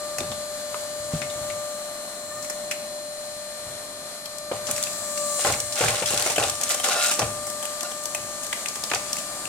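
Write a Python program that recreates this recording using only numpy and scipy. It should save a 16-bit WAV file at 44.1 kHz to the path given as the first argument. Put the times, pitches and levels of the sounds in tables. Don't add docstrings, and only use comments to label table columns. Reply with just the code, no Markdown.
import sys
import numpy as np
from scipy import signal
from scipy.fft import rfft, irfft, next_fast_len
from scipy.io import wavfile
from scipy.ndimage import uniform_filter1d, map_coordinates

SR = 44100
rng = np.random.default_rng(int(sys.argv[2]) if len(sys.argv) > 2 else 0)


def generate_wav(signal):
    frames = np.transpose(np.atleast_2d(signal))
    scaled = np.clip(frames, -1, 1) * 32767
    pcm = np.round(scaled).astype(np.int16)
    wavfile.write(sys.argv[1], SR, pcm)


N = 418068
TEETH = 12
TOP_HZ = 16300
PUMP_LEAD, WOOD_LEAD = 5, 2

# pitch_hz [Hz], level_db [dB per Hz]
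CASING_SPECTRUM = [(120, -21), (200, -14.5), (448, -19.5), (590, -5), (659, -9), (916, -15), (1810, -14.5),
                   (2650, -22), (3490, -16), (3830, -17), (4040, -12.5), (5130, -18), (8740, -14),
                   (13300, -24.5), (16000, -48)]
# pitch_hz [Hz], width_hz [Hz], level_db [dB]
LOG_MODES = [(540, 170, -4), (808, 45, 1), (1060, 35, -3), (1420, 190, -9.5)]


def undb(db):
    return 10 ** (np.asarray(db) / 20)


def level(x, db):
    return x * undb(db) / np.sqrt(np.mean(x ** 2))


def curves(table):
    s, *columns = np.transpose(table)
    times = np.arange(N) / SR
    return [np.interp(times, s, column) for column in columns]


def on_log(table, hz):
    pitch_hz, value = np.transpose(table)
    return np.interp(np.log(hz + 1), np.log(pitch_hz), value)


def pair(a, b, hz, spectrum, lead):
    # pitch_hz [Hz], likeness [0 to 1]
    side_likeness = [(20, 0.76), (60, 1), (300, 0.98), (700, 1), (1400, 0.28), (3000, 0.42), (16000, 0.064)]
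    likeness = np.clip(on_log(side_likeness, hz), -.95, .99)
    mid = a * np.sqrt(1 + likeness)
    side = b * np.sqrt(1 - likeness)
    delay = np.exp(-2j * np.pi * hz * lead / SR)
    return np.array([mid + side, (mid - side) * delay]) * undb(on_log(spectrum, hz))


def colour(a, b, spectrum, lead):
    n = next_fast_len(N)
    hz = np.arange(n // 2 + 1) * SR / n
    both = pair(rfft(a, n), rfft(b, n), hz, spectrum, lead)
    return level(irfft(both, n)[:, :N], 0)


def band(x, hz, width):
    sharpness = max(hz / width, .3)
    return signal.lfilter(*signal.iirpeak(min(hz, .4 * SR), sharpness, SR), x)


def walk(rate):
    k = int(SR / rate)
    levels = rng.standard_normal(N // k + 2)
    joined = np.interp(np.arange(N) / k, np.arange(len(levels)), levels)
    return 1.3 * uniform_filter1d(joined, k)


def swell(s, length, attack, fall_db_s, sag_db=0.):
    t = np.arange(N) / SR - s
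    length = max(length, .005)
    db = -sag_db * np.clip(t / length, 0, 1) - fall_db_s * np.clip(t - length, 0, 2)
    return np.clip(t / max(attack, .002), 0, 1) ** 2 * undb(db)


def ring(x, modes):
    return sum((-1) ** k * undb(db) * band(x, hz, width) for k, (hz, width, db) in enumerate(modes))


def snaps(rate, spread_db):
    happens = rng.random(N) < rate / SR
    size = rng.standard_normal(N)
    return happens * size * undb(np.minimum(spread_db * rng.exponential(size=N), 10))


def add(out, s, x):
    i = int(s * SR)
    out[:, i:i + x.shape[-1]] += x[..., :N - i]


def pan(db):
    return undb(np.array([[db], [-db]]) / 2)


def from_right(x, side_db):
    late = np.roll(x, 300) * undb(side_db)
    return pan(0.33) * np.array([x + late, np.roll(x, WOOD_LEAD) - late])


def turn_rattle(turns, size=2048, count=24, keep=0.74):
    hz = np.arange(size // 2 + 1) * 49.6
    fresh = rng.standard_normal((2, count, len(hz))) + 1j * rng.standard_normal((2, count, len(hz)))
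    drift = signal.lfilter([1], [1, -min(keep, .97)], fresh, axis=1)
    drift /= np.sqrt(np.mean(abs(drift) ** 2, axis=(0, 2), keepdims=True))
    spectra = pair(drift[0], drift[1], hz, CASING_SPECTRUM, PUMP_LEAD) * (hz < TOP_HZ)
    patterns = irfft(spectra, size)
    place = [np.linspace(0, count - 1, N), turns % 1 * size]
    return level(np.array([map_coordinates(np.c_[p, p[:, :1]], place, order=1) for p in patterns]), 0)


def pump():
    # multiple [of the tooth rate], level_db [dB]
    tones = [(1, 0), (2, -4), (3, -11), (4, -19.5), (5, -20.5), (6, -18.5), (7, -12), (8, -10.5),
             (9, -16.5), (10, -22), (11, -9), (12, -4), (13, -10), (14, -3), (15, -16.5), (16, -35),
             (17, -14), (18, -13.5), (19, -15)]
    # start_s [s], tooth_rate_hz [Hz]
    speed = [(0, 595.0), (1.7, 594.7), (2.2, 595.6), (2.4, 597.4), (2.7, 595.6), (4.55, 595.7),
             (4.7, 593.9), (5.0, 594.2), (5.1, 593.0), (5.2, 589.8), (5.42, 586.2), (5.6, 593.8),
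             (6.2, 592.2), (6.5, 593.5), (7.2, 594.7), (9.48, 594.2)]
    # start_s [s], 1st, 2nd tooth tone level_db [dB]
    hum = [(0, -35.5, -41.5), (0.8, -34.5, -50.5), (1.6, -32.5, -42.5), (2.15, -41, -51.5),
           (2.6, -35.5, -55), (3.0, -36.5, -59), (3.4, -38.5, -52), (4.2, -44, -52), (4.7, -34.5, -45),
           (4.95, -41.5, -44.5), (5.15, -36, -41.5), (5.19, -30.5, -38), (5.33, -33.5, -36),
           (5.45, -40.5, -45.5), (6.1, -35.5, -47), (6.5, -44, -42.5), (7.25, -36.5, -40.5),
           (8.4, -42.5, -44), (8.75, -62, -44.5), (9.0, -42, -42.5), (9.48, -44.5, -44.5)]
    # start_s [s], 7th, 8th, 12th to 14th, 15th tooth tone level_db [dB]
    whine = [(0, -45.5, -50, -51, -60), (0.9, -47, -51, -49.5, -67), (1.5, -48.5, -58, -48, -65),
             (2.0, -45.5, -76, -52.5, -49), (2.35, -46.5, -69, -47, -55), (2.8, -45.5, -58, -55, -52),
             (3.4, -46.5, -59, -52, -49), (4.62, -49.5, -53, -56, -54), (4.67, -49, -50, -42.5, -57),
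             (5.15, -48.5, -49, -40.5, -51), (5.4, -42, -48, -35, -36), (5.6, -46, -50, -42.5, -42),
             (7.3, -52, -56, -45.5, -44), (7.8, -49, -49, -46, -56), (8.4, -51, -52.5, -46, -51),
             (9.48, -54, -47, -45, -50)]
    # start_s [s], 9th, 10th, 11th tooth tone level_db [dB]
    upper = [(0.0, -62, -61, -50), (1.37, -61, -58, -49), (1.55, -69, -62, -48), (1.95, -66, -62, -55),
             (4.51, -55, -62, -54), (5.44, -53, -50, -44), (5.68, -53, -54, -50), (6.1, -47, -46, -48),
             (6.62, -51, -51, -51), (7.0, -42, -47, -46), (7.26, -54, -59, -54), (8.34, -54, -54, -44),
             (8.98, -52, -55, -46), (9.48, -59, -61, -57)]
    tones_db = -3
    free_hz = 595.8
    full_sag_hz = 1
    free_casing_db, pressure_casing_db = -40, 3
    step = 32

    first_db, second_db = curves(hum)
    tooth_hz = curves(speed)[0]
    sag_hz = np.maximum(free_hz - tooth_hz, 0)
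    pressure = 1 - np.exp(-sag_hz / full_sag_hz)
    casing_db = free_casing_db + pressure_casing_db * pressure
    seventh_db, eighth_db, squeal_db, top_db = curves(whine)
    cycles = np.cumsum(tooth_hz) / SR
    own = {1: first_db, 2: second_db, 7: seventh_db, 8: eighth_db, 12: squeal_db,
           **dict(zip((9, 10, 11), curves(upper))),
           13: squeal_db - 2, 14: squeal_db - 1, 15: top_db, 16: top_db - 4}
    shaft = 2 * np.pi * np.arange(1, 5)[:, None] * cycles / TEETH
    shaft = np.r_[np.cos(shaft), np.sin(shaft)]
    drifts = np.array([walk(2.98)[::step] for _ in range(6)])
    out = 0
    for k, db in tones:
        apart = min((k - 1) / 4, 1)
        lead = (1 - apart) * 0.46 * k + apart * rng.choice([-1, 1]) * np.pi / 2
        waver = apart * rng.standard_normal((2, 6)) @ drifts / np.sqrt(6)
        tone_db = own.get(int(k), casing_db + db + tones_db)[::step]
        waver_db = 1.3 if k in own else 2.2
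        gain = undb(tone_db + waver_db * waver)
        phase = rng.uniform(0, 2 * np.pi) + np.array([[lead], [0]]) + 0.2 * waver[::-1]
        sine, cosine = (np.repeat(gain * f(phase), step, axis=1)[:, :N] for f in (np.cos, np.sin))
        throb = np.sqrt(2) * (1 + 0.046 * apart * rng.standard_normal(8) @ shaft)
        turn = 2 * np.pi * k * cycles
        out = out + sine * (throb * np.sin(turn)) + cosine * (throb * np.cos(turn))
    rattle = undb(-5.0) * turn_rattle(cycles / TEETH)
    hiss = undb(-1 + 1.2 * walk(12)) * colour(*rng.standard_normal((2, N)), CASING_SPECTRUM, PUMP_LEAD)
    squirt = band(rng.standard_normal((2, N)), 7540, 1860) * np.exp(-(cycles % 1) / 0.59)
    squirt = undb(squeal_db) * level(squirt, 4.9)
    return pan(3.6) * (out + squirt + undb(casing_db) * (rattle + hiss))


def yard_rumble():
    # pitch_hz [Hz], level_db [dB per Hz]
    rumble_spectrum = [(15, -59), (25, -27), (236, 0), (444, -7.5), (595, -57), (659, 0), (913, -16.5),
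                       (1060, -2.5), (1500, -11), (1950, -50), (3300, -120)]
    gain = undb(-49.5 + 2.5 * walk(2.33))
    return gain * colour(*rng.standard_normal((2, N)), rumble_spectrum, WOOD_LEAD)


def cracks():
    # start_s [s], treble_db [dB],
    # middle_db [dB], middle_hz [Hz], log_body_db [dB], t60_s [s, limited below], left_minus_right_db [dB]
    crack_list = [(0.1829, -26.5, -30.5, 2440.0, -35, 0.064, 3), (0.205, -47, -31, 3540, -40, 0.013, 2),
                  (0.316, -56, -33.5, 3440, -37, 0.1, 5), (0.7442, -55, -30, 1000, -34, 0.007, 0),
                  (1.2165, -58, -29.5, 2170, -43, 0.12, 8), (1.299, -60, -36, 3830, -51, 0.095, 6),
                  (1.498, -57, -35, 2240, -53, 0.12, 4), (2.4253, -34.5, -51, 2450.0, -54, 0.13, 6),
                  (2.4455, -35, -38, 2200.0, -63, 0.032, 2), (2.498, -27.5, -34, 1810, -50, 0.054, 3),
                  (2.711, -27, -25, 2460, -61, 0.1, 2.5), (4.257, -42, -35, 4370, -67, 0.035, 5),
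                  (4.383, -35.5, -48, 3360.0, -65, 0.022, 9), (4.5145, -50, -32, 1290.0, -28.5, 0.14, 4),
                  (4.668, -31.5, -38, 2950.0, -62, 0.12, 7), (4.7115, -22, -36, 3330.0, -47, 0.016, -1),
                  (4.7635, -30, -38, 2740.0, -54, 0.012, 4), (4.7796, -30, -34, 2460, -62, 0.012, 6),
                  (4.827, -26, -36, 3600, -68, 0.012, 4), (4.8365, -27, -29, 4800, -66, 0.016, 2),
                  (4.869, -40, -34.5, 2500, -60, 0.017, 8), (4.931, -35, -50, 4000, -65, 0.02, 3),
                  (5.175, -28.5, -36.5, 2840.0, -61, 0.061, 4), (5.447, -32, -24.5, 2030, -23, 0.055, 0),
                  (5.478, -35, -32, 2000, -32, 0.033, 0), (5.498, -33, -31, 1800, -27, 0.045, 0),
                  (5.5228, -24, -35, 3100.0, -54, 0.032, 2), (5.5371, -42, -29, 2200.0, -41, 0.056, 1),
                  (5.6012, -24, -35, 3510.0, -51, 0.026, 0), (5.723, -29.5, -41, 4100, -50, 0.12, 3),
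                  (5.7558, -30, -44, 3000, -45, 0.02, 4), (5.809, -28, -24.5, 2300, -24, 0.15, 3.5),
                  (5.838, -41, -33, 1900, -23.5, 0.062, -3), (5.858, -39, -26, 1500, -31, 0.062, -7),
                  (5.882, -42, -23, 2470, -32, 0.18, 0), (6.024, -37, -29, 2410, -33, 0.14, 5),
                  (6.0584, -25, -31, 3350, -48, 0.14, 5), (6.105, -25, -29, 2740, -31, 0.15, 1),
                  (6.175, -23, -29, 3530, -49, 0.03, 0), (6.197, -30, -32, 3000, -43, 0.03, -3),
                  (6.2242, -27, -28, 4800, -50, 0.008, 4), (6.2612, -24.5, -26, 2180.0, -27.5, 0.11, 1),
                  (6.2982, -29, -28, 2650, -30.5, 0.14, 0), (6.3592, -27, -26, 3000, -32, 0.14, 3),
                  (6.3805, -33, -22, 2650, -21.5, 0.025, 0), (6.425, -41, -25.5, 2730, -30, 0.13, 0),
                  (6.437, -34, -25, 3700, -40, 0.015, 1), (6.4816, -33, -41, 3500, -55, 0.015, 2),
                  (6.4974, -23, -40, 3700, -56, 0.018, 1), (6.5525, -34, -45, 3500, -58, 0.015, 3),
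                  (6.612, -25.5, -40, 3610.0, -38, 0.027, 4), (6.634, -21, -33, 2880, -50, 0.037, 1),
                  (6.6916, -25.5, -35, 3260, -58, 0.13, 3), (6.7089, -28, -28, 3090.0, -31.5, 0.038, -1),
                  (6.7442, -25, -34, 4230, -32.5, 0.034, 1), (6.7988, -30, -29.5, 3140, -33.5, 0.029, 2),
                  (6.841, -25, -26, 3160, -36, 0.091, -2), (6.8855, -24, -36, 3000, -28, 0.044, -2),
                  (7.1119, -22, -25.5, 2870.0, -32, 0.13, 0), (7.1922, -21.5, -28.5, 2660, -26.5, 0.038, 0),
                  (7.2167, -45, -28.5, 2500, -24, 0.093, 4), (7.4671, -30.5, -44, 2004, -45, 0.13, 2),
                  (7.5002, -32.5, -55, 4310.0, -51, 0.022, 7), (7.626, -32, -35.5, 3260.0, -42, 0.1, 4),
                  (7.6528, -30.5, -34, 3090.0, -58, 0.027, -2), (7.8073, -30, -36, 3480.0, -61, 0.024, 6),
                  (7.8308, -28, -40, 1940.0, -35.5, 0.019, 3), (7.9155, -39, -38.5, 3150, -43, 0.088, 7),
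                  (8.0364, -35, -51, 3380.0, -63, 0.054, 7), (8.0555, -27, -52, 3650.0, -46, 0.017, 7),
                  (8.1472, -24.5, -27, 2600, -34, 0.043, 1.5), (8.433, -32, -43, 3320, -60, 0.04, 5),
                  (8.445, -39, -43, 4500, -60, 0.03, 5), (8.466, -34, -46, 4500, -60, 0.02, 5),
                  (8.528, -29, -23.5, 2340, -43, 0.032, 2), (8.6591, -32, -28, 2580, -56, 0.017, 5),
                  (8.6835, -26.5, -53, 4100, -57, 0.049, 3), (8.7546, -31.5, -37.5, 3170.0, -42, 0.079, 3),
                  (8.837, -35, -27.5, 5070, -38, 0.036, 2), (8.899, -36, -35, 3160.0, -57, 0.042, 7),
                  (8.9143, -54, -24.5, 2300, -24.5, 0.031, -1), (8.9348, -37, -23.5, 2520, -25.5, 0.03, 2),
                  (8.947, -23, -49, 2700.0, -51, 0.028, 0), (8.9567, -46, -30, 2250.0, -29.5, 0.025, 1),
                  (9.13, -26, -30, 5500.0, -57, 0.022, 2), (9.167, -31, -36, 2540.0, -55, 0.028, 4),
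                  (9.185, -33, -36, 3090.0, -59, 0.04, 7), (9.454, -37, -36, 2720, -59, 0.029, 13)]
    front_s, front_gain = .0028, 1.1
    out, t = np.zeros((2, N)), np.arange(3200) / SR
    for s, db, middle_db, hz, body_db, t60, pan_db in crack_list:
        noise = rng.standard_normal((3, len(t)))
        t60 = np.clip(t60, .006, .12)
        fade = np.exp(-np.log(1000) * t / t60) + front_gain * np.exp(-t / front_s)
        burst = (0.56 * noise[0] + noise[1:]) * fade
        burst *= 1 - .85 * np.exp(-t / .001)
        burst[0, 0] += 0.07 / t60
        burst[1, 0] += 0.065 / t60
        bright = undb(rng.uniform(-2, 1))
        snap = band(band(burst, 7600 * bright, 5500), 7000 * bright, 6000)
        wood = band(band(burst, hz, 2.2 * hz), hz, 0.93 * hz)
        wood += undb(-11) * band(band(burst, 2 * hz, 1.5 * hz), 2 * hz, 1.5 * hz)
        wood += undb(5) * band(burst, hz, .1 * hz)
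        shift = undb(rng.uniform(-.8, 1.2))
        modes = [(f * shift, 1.8 * w, g) for f, w, g in LOG_MODES]
        body = ring(burst[0] + 0.14 * (burst - burst[0]), modes)
        layers = (db, snap), (middle_db, wood), (body_db, body)
        parts = sum(undb(g) * x / x[:, :SR // 100].std() for g, x in layers)
        add(out, s, pan(pan_db) * np.array([parts[0], np.roll(parts[1], WOOD_LEAD)]))
    return out


def crack_echo(hits):
    t = np.arange(SR // 6) / SR
    echo = rng.standard_normal((2, len(t))) * np.exp(-np.log(1000) * t / 0.61)
    return undb(-39) * signal.fftconvolve(hits, echo, axes=1)[:, :N]


def tearing():
    # start_s [s], length_s [s], tearing_db [dB], log_body_db [dB]
    rips = [(0.185, 0.15, -48, -45), (1.113, 0.096, -37, -36), (4.51, 0.068, -40, -37),
            (4.67, 0.047, -36, -31.5), (4.745, 0.13, -38, -68), (5.376, 0.095, -27, -33),
            (5.442, 0.11, -30.5, -25.5), (5.744, 0.038, -26, -42), (5.77, 0.02, -28, -20),
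            (5.815, .19, -25, -26), (6.06, 0.043, -26.5, -35), (6.112, 0.054, -28.5, -26.5),
            (6.172, 0.083, -26, -31.5), (6.276, 0.049, -28, -33), (6.249, 0.027, -30, -29),
            (6.377, 0.099, -28.5, -24), (6.597, 0.089, -32, -36), (6.688, 0.021, -20.5, -28),
            (6.76, 0.022, -37, -44), (6.825, 0.31, -23.5, -30.5), (7.177, 0.064, -34.5, -22),
            (8.936, .03, -35, -48), (9.066, 0.13, -38, -67)]
    # pitch_hz [Hz], level_db [dB per Hz]
    fibre_spectrum = [(530, -33), (900, -49), (1070, -14), (1410, 3), (1620, -2.5), (2690, 0), (3040, -3),
                      (3730, -1), (8350, 0.5), (16000, -19)]
    # pitch_hz [Hz], width_hz [Hz]
    tear_bands = [(1500, 1800), (3600, 2600), (7500, 5000), (13000, 6000)]
    attack_s, fall_db_s = 0.02, 220
    tear_sag_db, body_sag_db = 2, 10.5
    tear = sum(undb(db) * swell(s, length, attack_s, fall_db_s, tear_sag_db) for s, length, db, _ in rips)
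    boom = sum(undb(db) * swell(s, length, attack_s, fall_db_s, body_sag_db) for s, length, _, db in rips)
    noise = 0
    for hz, width in tear_bands:
        flutter = undb(1.3 * walk(25))
        grain = np.convolve(abs(snaps(1300, 1.5)), np.exp(-np.arange(300) / 45.))[:N] ** .85
        rough = level(band(grain * rng.standard_normal((2, N)), hz, width), 0)
        noise = noise + np.sqrt(width) * flutter * rough
    fibres = colour(*noise, fibre_spectrum, WOOD_LEAD)
    body = level(ring(snaps(1200, 2.4), LOG_MODES), 0)
    torn = pan(1.2) * tear * undb(1.2 * walk(40)) * fibres
    return torn + from_right(boom * undb(2.0 * walk(30)) * body, -13)


def thuds():
    # start_s [s], peak_db [dB], centre_hz [Hz],
    # t60_s [s, limited below], bed_drumming_db [dB]
    blows = [(0.193, -34, 155, 0.13, -40), (0.209, -24, 356, 0.29, -52), (0.309, -32, 210, 0.18, -73),
             (1.001, -39, 96.9, 0.12, -46), (1.136, -17.5, 157, 0.19, -47), (1.218, -35, 131, 0.15, -51),
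             (1.357, -37, 125, 0.11, -41), (4.514, -17, 530, 0.37, -45), (4.691, -30.5, 240, 0.22, -46),
             (5.448, -15, 530, 0.14, -36.5), (5.473, -24, 503, 0.23, -40), (5.808, -15.5, 495, 0.44, -30.5),
             (6.021, -19, 500, 0.13, -46), (6.137, -19, 540, 0.15, -47), (6.262, -20, 540, 0.14, -48),
             (6.381, -14.5, 456, 0.5, -38), (7.191, -18.5, 504, 0.42, -33), (8.913, -34, 400, 0.19, -47)]
    # multiple [of its centre], width [share of the pitch, widened below], level_db [dB]
    knock_modes = [(.42, 0.38, -6.5), (.7, 0.29, -2), (1, 0.15, 5), (1.45, 0.08, -3), (2.4, 0.27, -13)]
    attack_s, fall_db_s, rest_db = 0.031, 105, -65
    out, t = np.zeros((1, N)), np.arange(SR // 2) / SR
    for s, db, hz, t60, _ in blows:
        tail = np.exp(-np.log(1000) * t / np.clip(t60, .03, .4))
        push = rng.standard_normal(len(t)) * tail + 5 * np.exp(-t / 0.0004)
        knock = sum(undb(g) * band(band(push, m * hz, w * m * hz), m * hz, 1.4 * m * hz)
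                    for m, w, g in knock_modes)
        add(out, s, undb(db) * knock / abs(knock).max())
    shake = rng.standard_normal(N)
    drum = band(shake, 107.0, 34.0) + undb(-26) * band(band(shake, 80.0, 100.0), 86.0, 140.0)
    bed = sum(undb(row[4]) * swell(row[0], attack_s, attack_s, fall_db_s) for row in blows)
    rest = undb(rest_db + 6.3 * walk(10))
    return from_right(out[0] + (bed + rest) * level(drum, 0), -21.5)


def valve():
    start_s, length_s, pitch_hz, level_db = 2.28, .15, 1203, -44
    turn = 2 * np.pi * np.cumsum(pitch_hz * (1 + 0.012 * walk(60))) / SR
    on = swell(start_s, length_s, .03, 600) * undb(level_db + 4 * walk(50))
    return pan(3.6) * np.sqrt(2) * on * (np.sin(turn) + undb(-7) * np.sin(3 / 2 * turn))


def groan():
    # start_s [s], length_s [s], level_db [dB]
    drags = [(6.864, 0.248, -29.5), (7.806, 0.05, -36)]
    # start_s [s], pitch [relative to rest]
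    glide = [(6.85, 0.98), (6.9, 1.03), (6.94, 0.99), (7.03, 0.99), (7.09, 1.005), (7.15, 0.83),
             (7.8, 1.03)]
    # pitch_hz [Hz], width_hz [Hz], level_db [dB]
    blade_modes = [(710, 150, -2), (1183, 60, -9), (1420, 90, -1), (1810, 50, -11), (2680, 170, -3),
                   (3900, 130, -3), (5030, 90, -9)]
    attack_s, fall_db_s = 0.05, 500
    squeak_hz, squeak_db = 1420, -5.5
    slips = np.diff(np.floor(np.cumsum(108 * undb(.7 * walk(60))) / SR), prepend=0)
    jerks = slips * undb(2.0 * rng.standard_normal(N)) + 0.028 * rng.standard_normal(N)
    bend = 2 * np.pi * np.cumsum(curves(glide)[0]) / SR
    ringing = 0
    for hz, width, db in blade_modes:
        pole = np.exp(-np.pi * width / SR)
        still = signal.lfilter([(1 - pole) ** 2], [1, -2 * pole, pole ** 2], jerks * np.exp(-1j * hz * bend))
        ringing = ringing + undb(db) * level((still * np.exp(1j * hz * bend)).real, 0)
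    sing = np.sin(squeak_hz * (bend + 2 * np.pi * np.cumsum(.012 * walk(100)) / SR))
    blade = level(ringing, 0) + undb(squeak_db + 2.2 * walk(70)) * level(sing, 0)
    drag = sum(undb(db) * swell(s, length, attack_s, fall_db_s) for s, length, db in drags)
    return from_right(drag * level(blade, 0), -18)


def scene():
    hits = cracks()
    wood = hits + crack_echo(hits) + tearing() + thuds()
    return pump() + yard_rumble() + wood + valve() + groan()


def record(dry):
    return signal.sosfilt(signal.ellip(10, .2, 80, TOP_HZ, fs=SR, output="sos"), dry)


dry = scene()
out = record(dry)
generate_wav(out)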